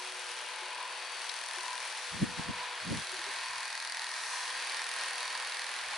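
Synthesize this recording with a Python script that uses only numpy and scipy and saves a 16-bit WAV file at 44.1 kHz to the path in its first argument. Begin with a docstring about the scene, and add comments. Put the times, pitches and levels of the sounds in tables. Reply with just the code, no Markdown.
"""First heard is the rush of air through the guard of a small three-bladed fan, hand-held in a garage.
It is close to a camera's two-port microphone. Noise pulsing with the blades makes the rush, sines on
multiples of the shaft speed the whir and hum, a resonance the swelling ring, a scrape a turn the ticks.
As the man turns the fan, its stream twice sweeps over the microphone and thumps as low noise.
Handling gives noisy clicks and dull decaying bumps; behind it all lies a faint room tone."""
import sys
import numpy as np
from scipy import signal
from scipy.fft import rfft, irfft, next_fast_len
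from scipy.io import wavfile
from scipy.ndimage import uniform_filter1d

SR = 44100
rng = np.random.default_rng(int(sys.argv[2]) if len(sys.argv) > 2 else 0)


def generate_wav(signal):
    """Clip the signal to [-1, 1] and save it as 16-bit WAV at the path in sys.argv[1]."""
    frames = np.transpose(np.atleast_2d(signal))
    scaled = np.clip(frames, -1, 1) * 32767
    pcm = np.round(scaled).astype(np.int16)
    wavfile.write(sys.argv[1], SR, pcm)


N = 263277
TIME = np.arange(N) / SR  # s
BINS = np.fft.rfftfreq(N, 1 / SR)  # Hz

# Every colour table gives a spectrum's shape: its levels are relative, in dB per Hz.
# shaft speed: [t/s, turns per second/Hz]
SHAFT_SPEED = [(0, 41.01), (.9, 41.01), (1.2, 41.07), (2.5, 41.03), (3.7, 41.08), (3.95, 41.32),
               (4.4, 41.32), (4.9, 41.25), (5.5, 41.18), (5.97, 41.18)]
WOBBLE_TURNS = 0.002  # the shaft runs slightly unevenly, which blurs its highest overtones

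# body of the air through the guard, before the offset in air(): [t/s, level/dB]
AIR_BODY = [(0.0, -44.5), (3.44, -42), (3.84, -43.5), (4.52, -40.5), (5.87, -41.5), (5.97, -40)]
# hiss that the fan beams forward: [t/s, level/dB]
AIR_HISS = [(0, -47), (.3, -47.5), (.8, -54), (1.3, -48), (2.15, -47.5), (2.73, -54), (2.97, -47),
            (3.25, -49), (4, -51.5), (4.35, -43), (4.6, -48), (5.1, -46.5), (5.35, -49), (5.97, -50)]
# colour of the body: [f/Hz, level/dB]
BODY_COLOUR = [(100, -40), (230, -27), (370, -14), (560, -3.5), (760, -3), (900, -1.5), (1250, -2),
               (1700, 0), (2000, -2), (2550, 0), (3300, -2), (4500, -7.5), (6000, -17.5), (11000, -20.5)]
# colour of the hiss: [f/Hz, level/dB]
HISS_COLOUR = [(200, -36), (1000, -41), (2500, -33), (3400, -6), (4550, 0), (5150, -4.5), (5500, 1),
               (6200, -0.5), (7200, -7), (8300, -4), (9300, -3), (10200, -3.5), (11200, -10.5)]
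# how far the fan is raised, which changes the side it shows: [t/s, share 0-1]
RAISED = [(0, 0), (2.2, 0.5), (3.1, 0.5), (3.6, 1), (4.05, 1), (4.4, 0.78), (5, .5), (5.97, 0.67)]
# change of the air's colour with the fan fully raised: [f/Hz, level/dB]
RAISED_COLOUR = [(350, -3), (600, -11.5), (900, 4), (1300, -3), (1800, 2), (2400, -1.5), (3250, -5),
                 (4200, 2.5), (6000, 2)]

# weaker shaft overtones, before they follow the body of air: [multiple of shaft speed, level/dB]
WEAK_OVERTONES = [(3, -92.5), (6, -90), (15, -70), (16, -70), (17, -69), (18, -70), (19, -75), (20, -69),
                  (22, -64), (24, -62.5), (25, -66), (26, -63.5), (27, -79), (28, -68.5), (31, -65.5),
                  (33, -68), (34, -67), (36, -63.5), (37, -70), (39, -59), (40, -69), (42, -68),
                  (43, -62.5), (48, -67.5), (54, -61), (56, -63.5), (81, -62), (90, -70), (100, -62.5),
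                  (107, -64), (111, -58)]
# strong blade tones: [multiple of shaft speed, level held low/dB, level held high/dB]
BLADE_TONES = [(21, -58, -64.5), (45, -63.5, -53), (60, -60, -59)]
LIFT_S, LIFT_TAKES_S = 3.3, 1.1  # middle and length of the lift
# low motor hum, nine to a turn: [t/s, level/dB]
LOW_HUM = [(0, -58), (.22, -63.5), (.35, -70), (1.1, -70), (1.4, -84), (3.15, -65.5), (3.6, -81),
           (4.8, -73.5), (5.97, -83)]
# higher motor hum, twelve to a turn: [t/s, level/dB]
HIGH_HUM = [(0, -62.5), (1.2, -63), (1.5, -70.5), (2.36, -56.5), (3.15, -66.5), (4, -73), (4.5, -67),
            (5.3, -63), (5.97, -66.5)]

# the housing's ring swells in a steady cycle; lead and trough levels are relative to the large swell
RING_HZ, RING_WIDTH_HZ, RING_FLUTTER_DB = 994, 49, 1
RING_DB, SWELL_FADE_DB_PER_S = -45.5, 0.5
FIRST_SWELL_S, SWELL_EVERY_S, SWELL_HALF_S = 0.798, 0.905, 0.13
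LEAD_S, LEAD_HALF_S, LEAD_DB, TROUGH_DB = 0.27, 0.049, -7, -13

# mean level of the rotor's tick; the case is set relative to it: [t/s, level/dB]
TICK_LEVEL = [(0, -54.5), (.7, -56.5), (1.1, -57.5), (1.4, -51), (1.8, -52.5), (1.95, -57.5), (2.7, -60),
              (3.05, -51), (3.4, -56), (3.95, -51), (4.3, -59.5), (4.88, -48), (5.02, -51), (5.4, -50),
              (5.97, -55)]
# colour of the tick: [f/Hz, level/dB]
TICK_COLOUR = [(200, -45), (1500, -27), (4000, -5), (6000, -0.5), (7200, -12), (8300, 0), (9300, 11.5),
               (10200, 4), (11200, -4)]
# colour of the motor case's answer to each tick: [f/Hz, level/dB]
CASE_COLOUR = [(200, -45), (600, -42), (1300, -10), (1750, 5.5), (2200, -2), (3200, -7), (4000, 1.5),
               (4550, 0.5), (5100, -0.5), (6200, -6.5), (7500, -12)]

# the stream brushes the microphone, before its lumpiness: [t/s, peak level/dB, half length/s]
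GUSTS = [(2.153, -45, 0.022), (2.242, -43, 0.071), (2.47, -52, .105), (2.928, -37, 0.063), (3.2, -77, 0.23),
         (3.54, -74, .05), (5.94, -72, 0.084)]
# colour of the gusts: [f/Hz, level/dB]
GUST_COLOUR = [(25, -40), (60, -22), (100, -1), (130, -4), (170, 5.5), (230, -1.5), (300, -7), (400, -12),
               (600, -25), (1200, -41)]
# single strong eddies thump on the microphone: [t/s, peak level/dB]
THUMPS = [(2.23, -23.5), (2.396, -36.5), (2.499, -34), (2.922, -31)]
GUST_LUMPY_DB, THUMP_HALF_S = 2, 0.01
# colour of slow, large eddies, which reach both ports alike: [f/Hz, level/dB]
RUMBLE_COLOUR = [(25, -26), (50, -5), (80, 0), (120, 2), (200, -42), (400, -57)]

# clicks from handling the plastic, before their envelopes: [t/s, level/dB, ring f/Hz]
CLICKS = [(.747, -34, 8600), (1.2935, -25, 3860), (1.296, -27, 4100)]
# colour of their snap: [f/Hz, level/dB]
CLICK_COLOUR = [(200, -41), (1000, -8), (2300, 2), (4000, 2), (6000, -1), (7000, -10), (11000, -13)]
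# soft bumps of the hands on the fan, before their envelopes: [t/s, level/dB, ring f/Hz]
BUMPS = [(0.619, -48, 366), (1.572, -46.5, 364), (3.129, -44, 376), (3.184, -49, 338), (3.267, -43.5, 402),
         (3.281, -54, 281)]
# colour of the quiet garage: [f/Hz, level/dB]
FLOOR_COLOUR = [(20, -14), (60, 2), (120, -2.5), (180, 3.5), (400, 8), (2000, -14)]

# likeness of the two microphone ports: [f/Hz, correlation]
LIKENESS = [(100, 0.5), (300, 0.6), (600, 0.53), (1100, 0.76), (2200, 0.88), (4000, 0.8), (6500, 0.45),
            (11000, 0.51)]
# balance of the ports: [f/Hz, left-right level/dB]
BALANCE = [(500, 0.9), (2000, 0.4), (3600, 2), (5800, 4), (8000, 1.5), (10000, -1)]
# the fan's place between the ports: [t/s, left-right level/dB]
PLACE = [(0, 1), (1.7, 1.7), (2.3, -0.026), (5.97, -1.1)]
EDGE_HZ = 11200  # upper band limit


def air(turns, body_db=1.5, flutter=0.059, swirl_db=0.95):
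    """Turbulence at blades and guard, pulsing as each of three blades passes."""
    body = amp(curve(AIR_BODY) + body_db) * coloured(port_noise(), BODY_COLOUR)
    hiss = amp(curve(AIR_HISS)) * coloured(port_noise(), HISS_COLOUR)
    blades = np.cos(2 * np.pi * 3 * turns)
    swirl = amp(swirl_db * drift(rate=9).real)
    rush = (body + hiss) * (1 + flutter * blades) * swirl
    raised = irfft(rfft(rush) * amp(read(RAISED_COLOUR, BINS)), N)
    return rush + curve(RAISED) * (raised - rush)


def whir(turns, waver=0.6, blade_waver=0.5, apart=0.14):
    """Shaft overtones waver as the fan moves among the room's reflections; motor hums lie below."""
    nearness = evened(amp(curve(AIR_BODY)))
    lifted = np.clip(0.5 + (TIME - LIFT_S) / LIFT_TAKES_S, 0, 1)
    tones = []
    for multiple, db in WEAK_OVERTONES:
        tones.append((multiple, amp(db) * nearness * (1 + waver * drift(rate=1.2))))
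    for multiple, low_db, high_db in BLADE_TONES:
        level = amp(low_db + lifted * (high_db - low_db))
        tones.append((multiple, level * (1 + blade_waver * drift(rate=1.197))))
    tones += [(9, amp(curve(LOW_HUM))), (12, amp(curve(HIGH_HUM)))]

    out = np.zeros((2, N))
    for multiple, size in tones:
        tone = np.sqrt(2) * size * np.exp(2j * np.pi * (multiple * turns + rng.random()))
        side = apart * (tone * drift(rate=0.784)).real
        out += [tone.real + side, tone.real - side]
    return out


def housing(turns, rough=0.35):
    """The overtones nearest the housing's resonance ring out, blurred by the air stream."""
    def response(hz):
        """Gain of the resonance."""
        return 1 / (1 + ((hz - RING_HZ) / RING_WIDTH_HZ) ** 2)

    lines = np.zeros(N)
    for multiple in range(20, 30):
        gain = response(multiple * SHAFT_SPEED[0][1])
        lines += gain * np.cos(2 * np.pi * (multiple * turns + rng.random()))
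    hz = np.geomspace(300, 3000, 100)
    blur = coloured(port_noise(), np.c_[hz, 20 * np.log10(response(hz))])
    ring = evened(evened(lines) + rough * blur)
    return swells() * amp(RING_FLUTTER_DB * drift(rate=7.4).real) * ring


def swells():
    """Strength of the housing's ring: a small swell and a large one each cycle, slowly fading."""
    cycle = np.zeros(N)
    for s in FIRST_SWELL_S + SWELL_EVERY_S * np.arange(-1, 7):
        cycle += bell(s, SWELL_HALF_S) + amp(LEAD_DB) * bell(s - LEAD_S, LEAD_HALF_S)
    return amp(RING_DB - SWELL_FADE_DB_PER_S * TIME) * (amp(TROUGH_DB) + cycle)


def rotor(turns, case_db=1.1, case_raised_db=7.5):
    """The rotor catches once a turn: a bright tick and a duller case rattle, plainer when raised."""
    tick = coloured(ports(rasp(turns, delay=-0.00075, decay=0.00047, repeat=0.31)), TICK_COLOUR)
    case = coloured(ports(rasp(turns, delay=-0.0002, decay=0.00094, repeat=1.0)), CASE_COLOUR)
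    case_gain = amp(case_db + case_raised_db * curve(RAISED))
    return amp(curve(TICK_LEVEL)) * (tick + case_gain * case)


def rasp(turns, delay, decay, repeat):
    """One short scrape a turn (delay and decay in s); part of its grain repeats every turn."""
    shifted = turns - delay * SHAFT_SPEED[0][1]
    age = (shifted - np.floor(shifted)) / curve(SHAFT_SPEED)  # s since the catch
    grain = rng.standard_normal((2, 2048))[:, (age * SR).astype(int)]
    fresh = rng.standard_normal((2, N))
    return (age / decay) * np.exp(-age / decay) * (repeat * grain + fresh)


def gusts(apart=0.88, rumble_db=-42, rumble_follows=0.64):
    """Eddies of the fan's stream push on each microphone port; a weak stream only rumbles."""
    stream = np.zeros(N)
    for s, db, half in GUSTS:
        steeper = 1 + ((TIME - s) / half) ** 2 / 20  # the skirts fall faster than a plain bell
        stream += amp(db) * bell(s, half) ** steeper
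    power = (stream * amp(GUST_LUMPY_DB * drift(rate=12).real)) ** 2
    thump_power = sum(amp(2 * db) * bell(s, THUMP_HALF_S) for s, db in THUMPS)
    strength = np.sqrt(power + thump_power)

    mid, side, slow = rng.standard_normal((3, N))
    both = np.array([mid + apart * side, mid - apart * side])
    eddies = signal.hilbert(coloured(both, GUST_COLOUR))
    # dividing by the local level leaves the strength to shape each gust
    local_power = uniform_filter1d(abs(eddies) ** 2, size=700) / 2
    pressure = eddies.real / np.sqrt(local_power + 1e-6)
    rumble_gain = amp(rumble_db) * (strength / strength.max()) ** rumble_follows
    return strength * pressure + rumble_gain * coloured(slow, RUMBLE_COLOUR)


def clicks(rise=0.0003, decay=0.0031, snap=0.55, ring_decay=0.0039):
    """Plastic parts knock together: a noisy snap and a brief ring (times in s)."""
    out = np.zeros((2, N))
    for s, db, hz in CLICKS:
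        age = np.maximum(TIME - s, 0)
        burst = snap * np.exp(-age / decay) * coloured(port_noise(), CLICK_COLOUR)
        tone = 0.5 * np.exp(-age / ring_decay) * np.sin(2 * np.pi * hz * age)
        out += amp(db) * (1 - np.exp(-age / rise)) * (burst + tone)
    return out


def bumps(rise=0.0034, decay=0.021):
    """The grip shifts and the fan's frame gives a dull, short ring (times in s)."""
    out = np.zeros(N)
    for s, db, hz in BUMPS:
        age = np.maximum(TIME - s, 0)
        envelope = (1 - np.exp(-age / rise)) * np.exp(-age / decay)
        out += amp(db) * envelope * np.sin(2 * np.pi * hz * age)
    return out


def garage(level_db=-80):
    """A faint low room tone of steady coloured noise."""
    return amp(level_db) * coloured(port_noise(), FLOOR_COLOUR)


def amp(db):
    """Decibels to gain."""
    return 10 ** (np.asarray(db) / 20)


def evened(x):
    """Scales to rms 1."""
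    return x / np.sqrt(np.mean(abs(x) ** 2) + 1e-20)


def curve(rows):
    """A table over time, joined by straight lines."""
    return np.interp(TIME, *np.transpose(rows))


def read(points, hz):
    """A table over frequency, joined on a log axis."""
    f, value = np.transpose(points)
    return np.interp(np.log(hz + 1), np.log(f + 1), value)


def bell(s, half):
    """A smooth rise and fall around a moment, of height 1."""
    return np.exp(-((TIME - s) / half) ** 2)


def coloured(x, colour):
    """Filters a sound by a colour table, to rms 1."""
    size = next_fast_len(N + 4096)
    hz = np.fft.rfftfreq(size, 1 / SR)
    return evened(irfft(rfft(x, size) * amp(read(colour, hz)), size)[..., :N])


def ports(pair):
    """Two unrelated sounds become left and right, as alike as direct sound and room make them."""
    size = next_fast_len(N + 4096)
    same = np.clip(read(LIKENESS, np.fft.rfftfreq(size, 1 / SR)), -1, 1)
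    gains = np.sqrt([(1 + same) / 2, (1 - same) / 2])
    mid, side = irfft(rfft(pair, size) * gains, size)[:, :N]
    return np.array([mid + side, mid - side])


def port_noise():
    """White noise shared between the two ports."""
    return ports(rng.standard_normal((2, N)))


def drift(rate):
    """Slow complex chance of rms 1: 24 rotations with random speeds, spread by rate in Hz."""
    coarse = np.linspace(0, TIME[-1], 400)
    speed, start = rng.standard_normal(24), rng.random(24)
    slow = np.exp(2j * np.pi * (rate * np.outer(coarse, speed) + start)).sum(1)
    return np.interp(TIME, coarse, evened(slow))


def scene():
    """One shaft drives the fan's running sounds; the gusts arise at the microphone itself."""
    turns = np.cumsum(curve(SHAFT_SPEED)) / SR + WOBBLE_TURNS * drift(rate=5).real
    fan = air(turns) + whir(turns) + housing(turns) + rotor(turns) + clicks() + bumps()
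    sides = np.array([[0.5], [-0.5]])  # each port takes half of the left-right difference
    balanced = irfft(rfft(fan) * amp(sides * read(BALANCE, BINS)), N)
    return balanced * amp(sides * curve(PLACE)) + gusts() + garage()


def record(dry):
    """The camera's band limit: a steep low-pass filter."""
    taps = signal.firwin(801, EDGE_HZ, window=("kaiser", 8), fs=SR)
    return signal.oaconvolve(dry, taps[None], "same")


dry = scene()
out = record(dry)
generate_wav(out)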